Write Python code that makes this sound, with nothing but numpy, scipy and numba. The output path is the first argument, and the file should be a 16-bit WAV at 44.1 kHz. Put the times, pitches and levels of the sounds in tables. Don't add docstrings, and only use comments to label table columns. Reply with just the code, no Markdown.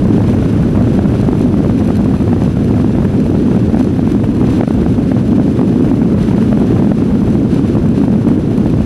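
import sys
import numpy as np
from scipy import signal
from scipy.fft import rfft, irfft, next_fast_len
from scipy.io import wavfile
from scipy.ndimage import uniform_filter1d, map_coordinates
from numba import njit

SR = 44100
rng = np.random.default_rng(int(sys.argv[2]) if len(sys.argv) > 2 else 0)


def inscribe(sig):
    pcm = np.round(np.clip(np.atleast_2d(sig).T, -1, 1) * 32767)
    wavfile.write(sys.argv[1], SR, pcm.astype(np.int16))


N = 390285

BASS_CUT_HZ = 508
SIDE = np.array([[1], [-1]])
# time_s, upper_boom_db, deep_boom_db, buzz_db
ROAR_LEVELS = [(0.0, -12, -15.5, -32.5), (0.6, -12, -13, -29.5), (1.0, -11.5, -14.5, -31),
               (1.5, -11, -17, -31.5), (2.2, -13, -15.5, -29), (2.47, -12, -14.5, -34),
               (2.53, -18, -18.5, -30), (2.61, -12, -17, -29.5), (3.08, -13.5, -14, -31),
               (3.18, -9, -22, -31), (3.28, -13, -11.5, -34), (3.4, -10.5, -14.5, -30),
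               (3.55, -11, -21, -32), (3.65, -12.5, -13.5, -34), (3.8, -11.5, -18.5, -32),
               (4.05, -15, -15.5, -27.5), (4.35, -12, -18.5, -31.5), (4.43, -9.5, -12.5, -28),
               (4.5, -12.5, -12.5, -31.5), (4.6, -9.5, -20.5, -28.5), (4.66, -21.5, -23, -31),
               (4.75, -12.5, -14.5, -30.5), (5.2, -13.5, -18, -31.5), (5.4, -10, -16.5, -37),
               (5.55, -11, -19, -32), (5.8, -11.5, -18, -29.5), (6.1, -11.5, -18.5, -29.5),
               (6.7, -10.5, -16, -27.5), (7.0, -12, -19, -30), (7.3, -12, -14.5, -29),
               (7.45, -11, -19.5, -34), (7.75, -13, -16, -31), (8.2, -12.5, -19, -31.5),
               (8.55, -12, -18, -30), (8.85, -13.5, -15, -38)]


def exhaust_roar():
    # frequency_hz, level_db
    hull_spectrum = [(15, -53), (25, 0.5), (40, -14), (50, 2), (70, -2.5), (115, 0.5), (135, -5.5),
                     (180, -5), (205, -2), (230, -7), (251, -4.5), (270, -9), (310, -12.5), (420, -22),
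                     (700, -41), (1200, -53.5), (2500, -86.5)]
    # frequency_hz, level_db
    side_spectrum = [(30, -33), (65, -10), (105, -9), (135, 1), (210, 15), (290, 2), (450, -2), (800, -29),
                     (2000, -28.5)]
    split_hz, calm_db, calm_knee = 151.6, 6.0, 3.4
    hull, side = noise(hull_spectrum)[0], noise(side_spectrum)
    deep = lowpass(hull, split_hz, power=8)
    boom = sum(band / rms(bass_cut(band)) * amp(curve(ROAR_LEVELS, column))
               for column, band in [(1, hull - deep), (2, deep)])
    envelope = np.abs(signal.hilbert(boom, next_fast_len(N))[:N])
    height = uniform_filter1d(envelope / amp(calm_db), size=201)
    boom = boom / (1 + height ** calm_knee) ** (0.29 / calm_knee)
    add_pressure_swings(boom)
    return boom + panel_buzz(boom) + amp(-39.5) * side / rms(side) * SIDE


def add_pressure_swings(boom):
    # time_s, height_db
    swings = [(0.055, 12), (0.105, 8), (0.146, 8.5), (0.181, 10.5), (0.282, 10), (0.339, 8), (0.562, 7),
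              (0.598, 9.5), (0.62, 8.5), (0.715, 7.5), (0.811, 10.5), (0.842, 6.5), (0.872, 10),
              (0.903, 6.5), (0.92, 9), (0.991, 11.5), (1.197, 8.5), (1.231, 10), (1.288, 10.5),
              (1.331, 9.5), (1.409, 9), (1.541, 9), (1.605, 9), (1.697, 10.5), (1.812, 9), (1.905, 12),
              (2.01, 8.5), (2.059, 11), (2.143, 6.5), (2.22, 8.5), (2.331, 12), (2.363, 8.5), (2.42, 10),
              (2.431, 9), (2.442, 9.5), (2.478, 10.5), (2.571, 10), (2.628, 8), (2.664, 7.5), (2.711, 9),
              (2.773, 7), (2.8, 11.5), (2.845, 10), (2.895, 8.5), (2.953, 8.5), (2.985, 10), (3.009, 8),
              (3.049, 11.5), (3.16, 8.5), (3.299, 8), (3.484, 8.5), (3.515, 12), (3.548, 10.5), (3.698, 10),
              (3.746, 11), (3.771, 10.5), (3.811, 10.5), (3.872, 8), (3.993, 10.5), (4.029, 8), (4.075, 9),
              (4.12, 7), (4.149, 9.5), (4.244, 8.5), (4.29, 8), (4.414, 9.5), (4.476, 9.5), (4.61, 14),
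              (4.634, 13), (4.678, 11.5), (4.708, 10), (4.819, 7.5), (4.863, 10.5), (4.897, 10.5),
              (4.988, 9), (5.118, 11), (5.166, 10), (5.331, 9), (5.398, 11), (5.48, 9), (5.592, 13),
              (5.614, 10.5), (5.632, 8.5), (5.739, 8), (5.808, 8), (5.835, 7), (5.846, 8.5), (5.915, 10),
              (5.941, 8.5), (6.017, 10), (6.074, 6), (6.145, 10.5), (6.287, 7.5), (6.313, 12), (6.381, 10),
              (6.425, 8), (6.528, 13.5), (6.574, 11), (6.617, 9), (6.708, 8), (6.763, 10.5), (6.799, 10),
              (6.823, 10), (6.845, 9.5), (6.872, 9.5), (6.918, 13.5), (6.985, 8), (7.022, 8.5), (7.124, 8),
              (7.155, 8.5), (7.233, 8), (7.354, 8.5), (7.378, 9), (7.53, 9), (7.563, 11), (7.594, 8.5),
              (7.699, 7.5), (7.754, 10.5), (7.77, 10), (7.782, 10.5), (7.84, 8.5), (7.856, 8), (7.913, 7),
              (7.979, 8.5), (8.016, 8), (8.037, 9.5), (8.081, 10), (8.103, 9.5), (8.139, 9), (8.161, 7.5),
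              (8.249, 8), (8.27, 9), (8.288, 11), (8.303, 8.5), (8.316, 8.5), (8.331, 7.5), (8.377, 7.5),
              (8.583, 8.5), (8.66, 10.5), (8.738, 11)]
    t = np.arange(-SR // 80, SR // 80) / SR
    for time_s, height_db in swings:
        crest = round((time_s + 0.00036) * SR)
        swing_hz = rng.uniform(124, 265)
        blend = np.exp(-((t - .0004) * swing_hz / 0.51) ** 2)
        swing = np.sign(boom[crest]) * amp(height_db) * np.cos(2 * np.pi * swing_hz * t)
        around = boom[crest - len(t) // 2:][:len(t)]
        around += blend * (swing - 0.97 * around)


def panel_buzz(boom):
    # frequency_hz, level_db
    panel_spectrum = [(350, -14), (550, 3.5), (900, -8.5), (1500, -16), (2600, -24.5), (4000, -44.5)]
    growth_power, grit_db, side_db = 1.36, 3.5, -23
    drive = np.abs(uniform_filter1d(np.abs(boom), size=221)) ** growth_power
    grit = amp(grit_db * wobble(rate_hz=150))
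    mid, side = drive * grit * noise(panel_spectrum, count=2)
    return amp(curve(ROAR_LEVELS, column=3)) / rms(mid) * (mid + amp(side_db) * side * SIDE)


def air_hiss():
    # frequency_hz, level_db
    air_spectrum = [(300, -28), (800, 5), (1500, 8.5), (2000, 1), (2700, 2), (4000, -3), (5000, -7),
                    (6200, -8), (7000, -13.5), (10000, -13), (12000, -19.5), (13800, -40), (14700, -39),
                    (15700, -53)]
    # frequency_hz, side_over_mid_db
    width = [(60, -45), (110, -43), (200, -33), (380, -38), (700, -12), (1290, -18), (2380, -13.5),
             (4400, -14), (6200, -6.5), (8000, -12), (10000, -4), (11500, -6), (13500, 1), (15000, 9)]
    # time_s, level_db
    hiss_levels = [(0, -39.5), (1, -39), (2.1, -40.5), (3.3, -39.5), (4.2, -41), (5.6, -39.5),
                   (6.05, -41.5), (6.4, -39.5), (6.75, -39.5), (7.0, -40), (7.3, -40.5), (8.2, -42),
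                   (8.85, -40)]
    mid, side = noise(air_spectrum, count=2)
    side = coloured(side, width)
    level_db = curve(hiss_levels) + hiss_swells() + 0.11 * wobble(rate_hz=11) + 1.36 * wobble(rate_hz=60)
    return amp(level_db) / rms(mid) * (mid + side * SIDE)


def hiss_swells():
    # peak_s, rise_db, length_s
    swells = [(0.28, 3.5, 0.032), (0.43, 0.5, 0.091), (0.975, 1, .05), (1.153, 2, 0.072), (1.423, 5, 0.024),
              (1.965, 1, .04), (2.218, 1, 0.036), (2.333, 4, 0.052), (2.434, 5.5, 0.071), (3.23, -1, .07),
              (3.547, 2, 0.082), (3.784, 4.5, 0.059), (3.836, 1, 0.04), (4.107, 3, 0.075), (4.51, 4, 0.19),
              (4.71, 2.5, 0.044), (4.876, 2, 0.04), (5.098, 2.5, .05), (5.185, 2.5, 0.035),
              (6.22, 5.5, 0.08), (6.285, 3, .035), (6.413, 1.5, 0.068), (6.484, 0, .06), (6.615, 2, 0.067),
              (7.318, 4.5, 0.042), (7.545, 6, 0.096), (7.703, 3, 0.17), (7.98, 5, 0.065),
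              (8.283, 3.5, 0.032), (8.672, 2.5, 0.043)]
    t, rise_share = np.arange(N) / SR, 0.37
    level_db = np.zeros(N)
    for peak_s, rise_db, length_s in swells:
        width_s = length_s * np.where(t < peak_s, rise_share, 1 - rise_share)
        level_db += rise_db * np.exp(-((t - peak_s) / width_s) ** 2)
    return level_db


def trim_rattle():
    # start_s, level_db
    loud_ticks = [(0.071, -41), (0.282, -34), (0.298, -39.5), (0.452, -41), (0.527, -42), (0.824, -40),
                  (0.937, -44), (1.2022, -41), (1.2135, -37), (1.37, -42), (1.413, -35), (1.427, -46),
                  (1.664, -44), (1.681, -42), (1.78, -42), (1.792, -38), (1.875, -36), (1.956, -38),
                  (1.969, -35), (2.045, -39), (2.436, -37), (2.645, -37), (2.707, -46), (3.044, -45),
                  (3.202, -39), (3.264, -37), (3.303, -39), (3.564, -40), (3.795, -36), (3.808, -41),
                  (3.828, -38), (3.844, -38), (4.069, -41), (4.119, -35), (4.368, -41), (4.465, -45),
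                  (4.505, -37), (4.524, -37), (4.582, -42), (4.719, -40), (5.28, -45), (5.679, -38),
                  (6.206, -46), (6.228, -41), (6.309, -44), (6.383, -48), (6.572, -44), (6.5964, -42),
                  (7.303, -41), (7.346, -43), (7.544, -35), (7.677, -42), (8.285, -36.5), (8.578, -36.5),
                  (8.668, -43), (8.6986, -41)]
    # pitch_hz, level_db, t60_s, phase_between_ports_turns
    modes = [(2500, 9.5, 0.0063, .05), (4120, 2.5, 0.0077, .08), (5940, -3, 0.014, 0.13),
             (8200, -6, .006, .15), (10060, 1, 0.0089, 0.3), (12600, -5, .006, .3)]
    pitch_scatter, crack_t60_s = 0.023, 0.018
    when, faintness = rng.random((260, 2)).T
    faint_ticks = np.c_[when * N / SR, -50 - 3 * np.log(faintness + .03)]
    rattle, t = np.zeros((2, N + SR)), np.arange(SR // 25) / SR
    for start_s, tick_db in list(faint_ticks) + list(loud_ticks):
        ring = np.zeros((2, len(t)))
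        for pitch_hz, mode_db, t60_s, turns in modes:
            decay = amp(mode_db + rng.normal(0, 2.8) - 60 * t / t60_s)
            cycles = pitch_hz * rng.normal(1, pitch_scatter) * t
            ring += decay * np.sin(2 * np.pi * np.array([cycles, cycles + turns]))
        crack = 1.4 * amp(-60 * t / crack_t60_s) * rng.standard_normal((2, len(t)))
        start = round(start_s * SR)
        rattle[:, start:start + len(t)] += amp(tick_db) * (ring + crack)
    return lowpass(rattle[:, :N], corner_hz=14000, power=8)


def amp(db):
    return 10 ** (np.asarray(db) / 20)


def rms(x):
    return np.sqrt(np.mean(x ** 2) + 1e-20)


def curve(rows, column=1):
    table = np.transpose(rows)
    return np.interp(np.arange(N) / SR, table[0], table[column])


def wobble(rate_hz):
    knots = rng.standard_normal(int(N * rate_hz / SR) + 4)
    return map_coordinates(knots, [np.arange(N) * rate_hz / SR])


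def filtered(x, response):
    edge = SR // 4
    padded = np.pad(x, [(0, 0)] * (x.ndim - 1) + [(edge, edge)], "reflect")
    size = next_fast_len(N + 2 * edge)
    return irfft(rfft(padded, size) * response(np.fft.rfftfreq(size, 1 / SR)), size)[..., edge:edge + N]


def lowpass(x, corner_hz, power):
    return filtered(x, lambda hz: 1 / (1 + (hz / corner_hz) ** power))


def coloured(x, spectrum):
    points_hz, level_db = np.transpose(spectrum)
    return filtered(x, lambda hz: amp(np.interp(np.log(hz + 1), np.log(points_hz + 1), level_db)))


def noise(spectrum, count=1):
    return coloured(rng.standard_normal((count, N)), spectrum)


def flatten_bass_swings(pressure):
    ceiling, knee = amp(7.0), 15.0
    bass = lowpass(pressure, corner_hz=1300, power=4)
    squeeze = 1 / (1 + np.abs(bass / ceiling) ** knee)
    ripple = (pressure - bass) * (0.58 + 0.59 * squeeze)
    return bass * squeeze ** (1 / knee) + ripple


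def bass_cut(x):
    return filtered(x, lambda hz: 1j * hz / (BASS_CUT_HZ + 1j * hz))


@njit
def peak_hold(peaks, fall):
    held = peaks.copy()
    for i in range(1, len(held)):
        held[i] = max(held[i], held[i - 1] * fall)
    return held


def limiter(sound):
    threshold_db = -1.5
    overshoot = np.maximum(np.abs(sound).max(0) / amp(threshold_db), 1)
    gain = uniform_filter1d(peak_hold(overshoot, fall=amp(-80 / SR)) ** -.6, size=161)
    ducked = sound * gain
    return ducked / (1 + np.abs(ducked) ** 24) ** (1 / 24)


def scene():
    left_over_right_db = -.08
    return (exhaust_roar() + air_hiss() + trim_rattle()) * amp(SIDE * left_over_right_db / 2)


def record(dry):
    rolloff_hz, top_hz = 15000, 15750
    sound = limiter(bass_cut(flatten_bass_swings(dry)))
    return filtered(sound, lambda hz: (hz < top_hz) / (1 + (hz / rolloff_hz) ** 16))


dry = scene()
out = record(dry)
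inscribe(out)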